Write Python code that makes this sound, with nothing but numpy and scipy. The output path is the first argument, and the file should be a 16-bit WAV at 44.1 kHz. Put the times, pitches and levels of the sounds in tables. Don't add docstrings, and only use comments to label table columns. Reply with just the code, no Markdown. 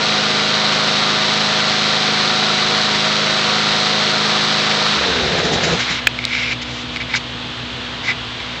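import sys
import numpy as np
from scipy import signal
from scipy.fft import rfft, irfft
from scipy.io import wavfile

SR = 44100
rng = np.random.default_rng(int(sys.argv[2]) if len(sys.argv) > 2 else 0)


def master_out(mix):
    frames = np.transpose(np.atleast_2d(mix))
    ceiling = np.clip(frames, -1, 1)
    pcm = np.round(ceiling * 32767).astype(np.int16)
    wavfile.write(sys.argv[1], SR, pcm)


N = 379260
TIME = np.arange(N) / SR
IGNITION_OFF_S = 4.96

# (frequency [Hz], level [dB])
RATTLE_SPECTRUM = [(600, -9), (1000, 0.5), (1500, 2.5), (2300, 0), (3000, -4), (5000, -9), (8000, -37)]


def from_db(db):
    return 10 ** (np.asarray(db) / 20)


def rms_one(x):
    return x / np.sqrt(np.mean(x ** 2) + 1e-20)


def in_time(rows):
    s, *columns = np.transpose(rows)
    return [np.interp(TIME, s, column) for column in columns]


def colour(x, spectrum):
    hz, db = np.transpose(spectrum)
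    bins = np.maximum(np.fft.rfftfreq(N, 1 / SR), 1)
    bass_cut = np.minimum(bins / hz[0], 1) ** 2
    gain = from_db(np.interp(np.log(bins), np.log(hz), db))
    return rms_one(irfft(rfft(x) * bass_cut * gain, N))


def noise(spectrum):
    return colour(rng.standard_normal(N), spectrum)


def drift(rate):
    bins = np.fft.rfftfreq(N, 1 / SR)
    return rms_one(irfft(rfft(rng.standard_normal(N)) / (1 + (bins / rate) ** 4), N))


def resonate(x, hz, width_hz):
    r = np.exp(-np.pi * width_hz / SR)
    feedforward = np.array([1, 0, -1]) * (1 - r * r) / 2
    feedback = [1, -2 * r * np.cos(2 * np.pi * hz / SR), r * r]
    return signal.lfilter(feedforward, feedback, x + 1e-18)


def fade_after(s, length_s):
    return np.clip((s - TIME) / length_s + 1, 0, 1)


def crank_speed():
    # (time [s], crank speed [turns/s])
    governor_curve = [(0.7, 52.6), (1.4, 52.82), (1.9, 52.72), (2.6, 52.92), (3.2, 52.68)]
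    brake_turns_per_s2 = 53
    governed, = in_time(governor_curve)
    return np.maximum(governed - brake_turns_per_s2 * np.maximum(TIME - IGNITION_OFF_S, 0), 0)


def power_left():
    return np.sqrt(fade_after(IGNITION_OFF_S, 0.031))


def engine_tones(cycles, waver, waver_per_order, scatter):
    # (multiple of the firing rate, relative level [dB])
    harmonics = [(2, -26), (3, -25.5), (4, -14), (5, -11.5), (6, -3.5), (8, 0), (9, -14.5), (10, -9.5),
                 (11, -12), (12, -18), (14, -8), (15, -21), (16, -11), (17, -11), (18, -11), (20, -10.5),
                 (24, -4), (28, -4), (29, -11), (32, -16), (36, -9), (46, -8), (52, -11.5)]
    out = np.zeros(N)
    for order, db in harmonics:
        shake = (waver + waver_per_order * order) * (drift(6) + 1j * drift(3.9))
        lag = scatter * rng.uniform(-0.98, 1) * order
        tone = np.exp(2j * np.pi * (order * cycles + lag))
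        out += from_db(db) * np.real((1 + shake) * tone)
    return out


def garage(x, t60, wet_db):
    t = TIME[:SR // 2]
    tail = rng.standard_normal(len(t)) * from_db(-60 * t / t60)
    return x + from_db(wet_db) * signal.fftconvolve(x, tail / np.linalg.norm(tail))[:N]


def clatter(cycles, jitter_s, uneven_db):
    out = np.zeros(N)
    for stroke in range(4):
        at = np.flatnonzero(np.diff(np.floor(cycles - stroke / 4)) > 0)
        late, strength = rng.standard_normal((len(at), 2)).T
        struck = np.clip(at + (late * jitter_s * SR).astype(int), 0, N - 1)
        clicks = np.zeros(N)
        clicks[struck] = from_db(uneven_db * strength)
        out += garage(clicks, t60=.12, wet_db=13.5)
    bright = signal.butter(2, 1300, "high", fs=SR, output="sos")
    return rms_one(signal.sosfilt(bright, out))


def blade_air(cycles, depth, uneven_db):
    gust = 1 + depth * np.cos(2 * np.pi * 4 * cycles)
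    return rms_one(rng.standard_normal(N) * gust * from_db(uneven_db * drift(40)))


def muffler_rasp(cycles, depth, swell_db):
    # (frequency [Hz], width [Hz], relative level [dB])
    shell_modes = [(499, 36, -2), (1184, 220, -1), (1375, 100, 1), (1480, 50, 0)]
    blast = rng.standard_normal(N) * (1 + depth * np.cos(2 * np.pi * cycles))
    shell = np.zeros(N)
    for k, (hz, width, db) in enumerate(shell_modes):
        swelling = blast * from_db(swell_db * drift(11))
        shell += (-1) ** k * from_db(db) * resonate(swelling, hz, width)
    return rms_one(shell)


def running_mower(cycles):
    # (frequency [Hz], level [dB])
    machine_spectrum = [(25, -26), (90, -17.5), (200, -8), (330, -7), (480, -2), (880, -2.5), (1200, -0.5),
                        (1480, 0), (1650, -1.5), (2800, -2.5), (4050, 3), (4900, -4.5), (5900, -10.5),
                        (7600, -22)]
    air = blade_air(cycles, depth=0.14, uneven_db=0.7)
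    machine = air + from_db(-3) * clatter(cycles, jitter_s=.00016, uneven_db=0.5)
    machine = from_db(-17.5) * colour(machine, machine_spectrum)
    rasp = from_db(-28.0) * muffler_rasp(cycles, depth=.3, swell_db=2.7)
    tones = from_db(-27) * engine_tones(cycles, waver=0.016, waver_per_order=0.0092, scatter=.035)
    return (machine + rasp + tones) * power_left()


def background():
    # (frequency [Hz], relative level [dB], unsteadiness [0-1])
    hum_partials = [(63, -40.5, 0), (117.8, -38, 0), (124.4, -42.5, 0.6), (130, -47.5, 0.4),
                    (159.6, -45.5, .4), (244.4, -34, 0.02), (305, -45, 0.2), (368, -59, 0.2), (487, -43, 0),
                    (550, -50, 0.1), (614, -53, 0.1), (670, -46.5, 0)]
    # (frequency [Hz], level [dB])
    air_spectrum = [(35, -18), (60, -3), (130, -3.5), (200, -4.5), (370, -5), (600, -7.5), (1000, -5),
                    (2300, -6.5), (2800, -3.5), (3400, -1), (4300, -8), (5200, -17), (6500, -22.5),
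                    (8000, -31)]
    # (time [s], hum gain [dB], hiss gain [dB])
    layer_gains = [(4.95, -23, -41), (5.6, 1, -27), (6.7, 2, -28.3), (7.9, -0.5, -27), (8.6, -3.5, -27)]
    hum_db, hiss_db = in_time(layer_gains)
    hum = np.zeros(N)
    for hz, db, unsteady in hum_partials:
        waver = 1 + unsteady * (drift(4) + 1j * drift(4))
        tone = np.exp(2j * np.pi * (hz * TIME + rng.random()))
        hum += from_db(db) * np.real(waver * tone)
    return from_db(hum_db) * hum + from_db(hiss_db) * noise(air_spectrum)


def winding_down(slowed, fall):
    full_db, lost_db, dies_s, over_s = fall
    return from_db(full_db - lost_db * slowed) * fade_after(dies_s, over_s)


def deck_rumble(cycles):
    # (frequency [Hz], width [Hz], relative level [dB])
    deck_modes = [(68, 19, 4), (172, 29, 6.5), (245, 41, -3), (352, 50, 0), (470, 67, 4), (725, 160, -5)]
    # (frequency [Hz], level [dB])
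    rumble_spectrum = [(40, -19), (80, -3), (200, -7), (600, -3), (900, -7), (1300, -17), (2400, -44)]
    gusts = blade_air(cycles, depth=0.36, uneven_db=0.5)
    boom = np.zeros(N)
    for k, (hz, width, db) in enumerate(deck_modes):
        boom += (-1) ** k * from_db(db) * resonate(gusts, hz, width)
    boom = colour(boom, [(45, -5.0), (800, 6), (2400, -26)])
    return rms_one(boom + from_db(-6.5) * noise(rumble_spectrum))


def coasting_mower(cycles, slowed):
    # (multiple of the firing rate, relative level [dB])
    blade_tones = [(3, -15), (8, -9), (12, -7), (20, -7)]
    # (frequency [Hz], level [dB])
    rush_spectrum = [(1500, -26), (2800, -8.5), (3900, 0.5), (4700, -10), (6000, -14.5), (8000, -28.5)]
    # (gain at full speed [dB], loss by standstill [dB], fade start [s], fade length [s])
    rumble_fall = (-21.5, 1, 5.72, 0.085)
    rattle_fall = (-20.5, 6, 6, 0.085)
    rush_fall = (-20, 6, 5.95, 0.06)

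    spinning = fade_after(5.25, 0.098)
    blade = np.zeros(N)
    for order, db in blade_tones:
        tone = np.sin(2 * np.pi * (order * cycles + rng.random()))
        blade += from_db(db + 2 * drift(8.2)) * tone
    rumble = (1 - .25 * spinning) * deck_rumble(cycles) + blade * spinning

    air = blade_air(cycles, depth=0.14, uneven_db=1.5)
    loose = air + .5 * clatter(cycles, jitter_s=.001, uneven_db=4.0)
    rattle = colour(loose, RATTLE_SPECTRUM)

    sound = winding_down(slowed, rumble_fall) * rumble
    sound += winding_down(slowed, rattle_fall) * rattle
    sound += winding_down(slowed, rush_fall) * noise(rush_spectrum)
    return sound * np.sqrt(1 - power_left() ** 2)


def last_strokes():
    # (time [s], chuff gain [dB], hiss gain [dB], rattle gain [dB])
    strokes = [(5.235, -25, -38, -32), (5.32, -24, -35, -30), (5.385, -20, -27, -20),
               (5.454, -20.5, -23, -30), (5.535, -17.5, -19.5, -29), (5.64, -21, -17, -24),
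               (5.69, -23, -26, -24), (5.732, -18, -26, -26), (5.80, -31, -22.5, -29),
               (5.908, -27.5, -22, -26)]
    # (frequency [Hz], level [dB])
    chuff_spectrum = [(40, -20), (80, -7), (130, -9), (170, 3.5), (260, -7), (480, -6.5), (800, -15.5),
                      (2000, -43)]
    valve_spectrum = [(1000, -16), (1600, 9), (3000, 3), (5000, 2), (7200, -0.5), (8000, -21)]
    rise_s, decay_s = 0.0096, 0.026
    chuff, hiss, rattle = np.zeros((3, N))
    for s, chuff_db, hiss_db, rattle_db in strokes:
        puff = np.exp(-np.maximum((s - TIME) / rise_s, (TIME - s) / decay_s).clip(0, 50))
        chuff += from_db(chuff_db) * puff
        hiss += from_db(hiss_db) * puff
        rattle += from_db(rattle_db) * puff
    return chuff * noise(chuff_spectrum) + hiss * noise(valve_spectrum) + rattle * noise(RATTLE_SPECTRUM)


def case_ring(force, grip):
    # (frequency [Hz], width [Hz], loose-grip level [dB], tight-grip level [dB])
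    case_modes = [(1530, 480, -11.5, -11.5), (2060, 112, 4.5, -3.5), (2287, 172, -0.5, 3),
                  (2960, 710, -13.5, -7), (3750, 370, -9, -7.5), (5170, 1000, -21.5, -16.5),
                  (7340, 520, -33, -28)]
    ring = 0
    for k, (hz, width, loose_db, tight_db) in enumerate(case_modes):
        mode_db = loose_db + grip * (tight_db - loose_db)
        ring = ring + (-1) ** k * from_db(mode_db) * resonate(force, hz, width)
    return ring


def slide(start_s, length_s):
    swell_share, release_s = 0.41, 0.007
    swell = np.clip((TIME - start_s) / (swell_share * length_s), 0, 1)
    return swell * np.exp(-np.clip((TIME - start_s - length_s) / release_s, 0, 20))


def finger_rub(slips_per_s, slip_db):
    # (start [s], length [s], case ring gain [dB], dry scuff gain [dB], grip [0 loose - 1 tight])
    slides = [(5.787, .045, -22.5, -29, .25), (5.862, .07, -22.5, -38, .15), (5.92, .075, -25.5, -34, .55),
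              (6.17, .09, -31, -48, .4), (6.25, .06, -26, -39, .5), (6.265, .175, -19.5, -33, .59),
              (6.39, .11, -21, -38, .65), (6.494, 0.039, -18.5, -32, .59), (6.612, .016, -26, -28, .59),
              (6.62, .21, -37.5, -36, .59), (6.898, .075, -35, -38, .59), (6.995, .028, -24.5, -46, .59),
              (7.085, .05, -26, -40, .25), (7.133, 0.02, -14, -36, .17), (7.151, .022, -20, -19.5, .6),
              (8.026, 0.056, -27, -32, .1), (8.059, .058, -17, -34, .1), (8.27, .32, -37, -49, .3)]
    # (frequency [Hz], level [dB])
    scuff_spectrum = [(1500, 1), (3500, 14), (5400, 9), (7500, 0), (8200, -28)]
    rubbing, scuffing, grip = np.zeros((3, N))
    for start_s, length_s, ring_db, scuff_db, tightness in slides:
        pressure = slide(start_s, length_s)
        ring = from_db(ring_db) * pressure
        grip = np.where(ring > rubbing, np.clip(tightness, 0, 1), grip)
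        rubbing = np.maximum(rubbing, ring)
        scuffing = np.maximum(scuffing, from_db(scuff_db) * pressure)
    travel = np.cumsum(slips_per_s * from_db(3 * drift(80))) / SR
    slips = np.diff(np.floor(travel), prepend=0) * from_db(2.2 * drift(60))
    friction = rng.standard_normal(N) + from_db(slip_db) * rms_one(slips)
    return rubbing * rms_one(case_ring(friction, grip)) + scuffing * noise(scuff_spectrum)


def knocks():
    # (time [s], case ring peak [dB], snap peak [dB], snap frequency [Hz],
    # snap width [Hz], grip [0 loose - 1 tight])
    contacts = [(6.0706, -2, 8.5, 3120, 283, .3), (6.0713, 0, 4, 1730, 200, .3),
                (6.0727, -18, 2.5, 2500, 130, .3), (6.189, -12, -13, 2200, 110, .4),
                (6.241, -13, -20, 3900, 800, .45), (6.252, -20, 1.5, 3950, 750, .45),
                (6.351, -11, -16, 1400, 300, .55), (6.9612, -11.5, -17, 4200, 1200, .6),
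                (6.970, -12, -24, 2900, 500, .6), (7.139, -12, -17.5, 880, 70, .17),
                (7.151, -12, -9, 1550, 150, .3), (8.09, -10, -21, 796, 100, .1),
                (8.402, -16, -28, 2900, 500, .2)]
    out = np.zeros(N)
    click = signal.unit_impulse(SR // 10)
    for s, ring_db, snap_db, hz, width, grip in contacts:
        at = round(s * SR)
        ring = case_ring(click, np.clip(grip, 0, 1))
        snap = resonate(click, hz, width)
        contact = from_db(ring_db) * ring / ring.max() + from_db(snap_db) * snap / snap.max()
        out[at:at + len(click)] += contact
    return out


def scene():
    turns_per_s = crank_speed()
    cycles = np.cumsum(turns_per_s) / SR / 2
    slowed = 1 - turns_per_s / turns_per_s.max()
    mower = running_mower(cycles) + coasting_mower(cycles, slowed) + last_strokes()
    hand = finger_rub(slips_per_s=125, slip_db=-8.5) + knocks()
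    return (mower + background() + hand)[None]


def record(dry):
    cutoff_hz = 8145
    clipped = np.clip(dry, -.92, .92)
    low_pass = signal.ellip(12, .2, 90, cutoff_hz, fs=SR, output="sos")
    return signal.sosfilt(low_pass, clipped)


dry = scene()
out = record(dry)
master_out(out)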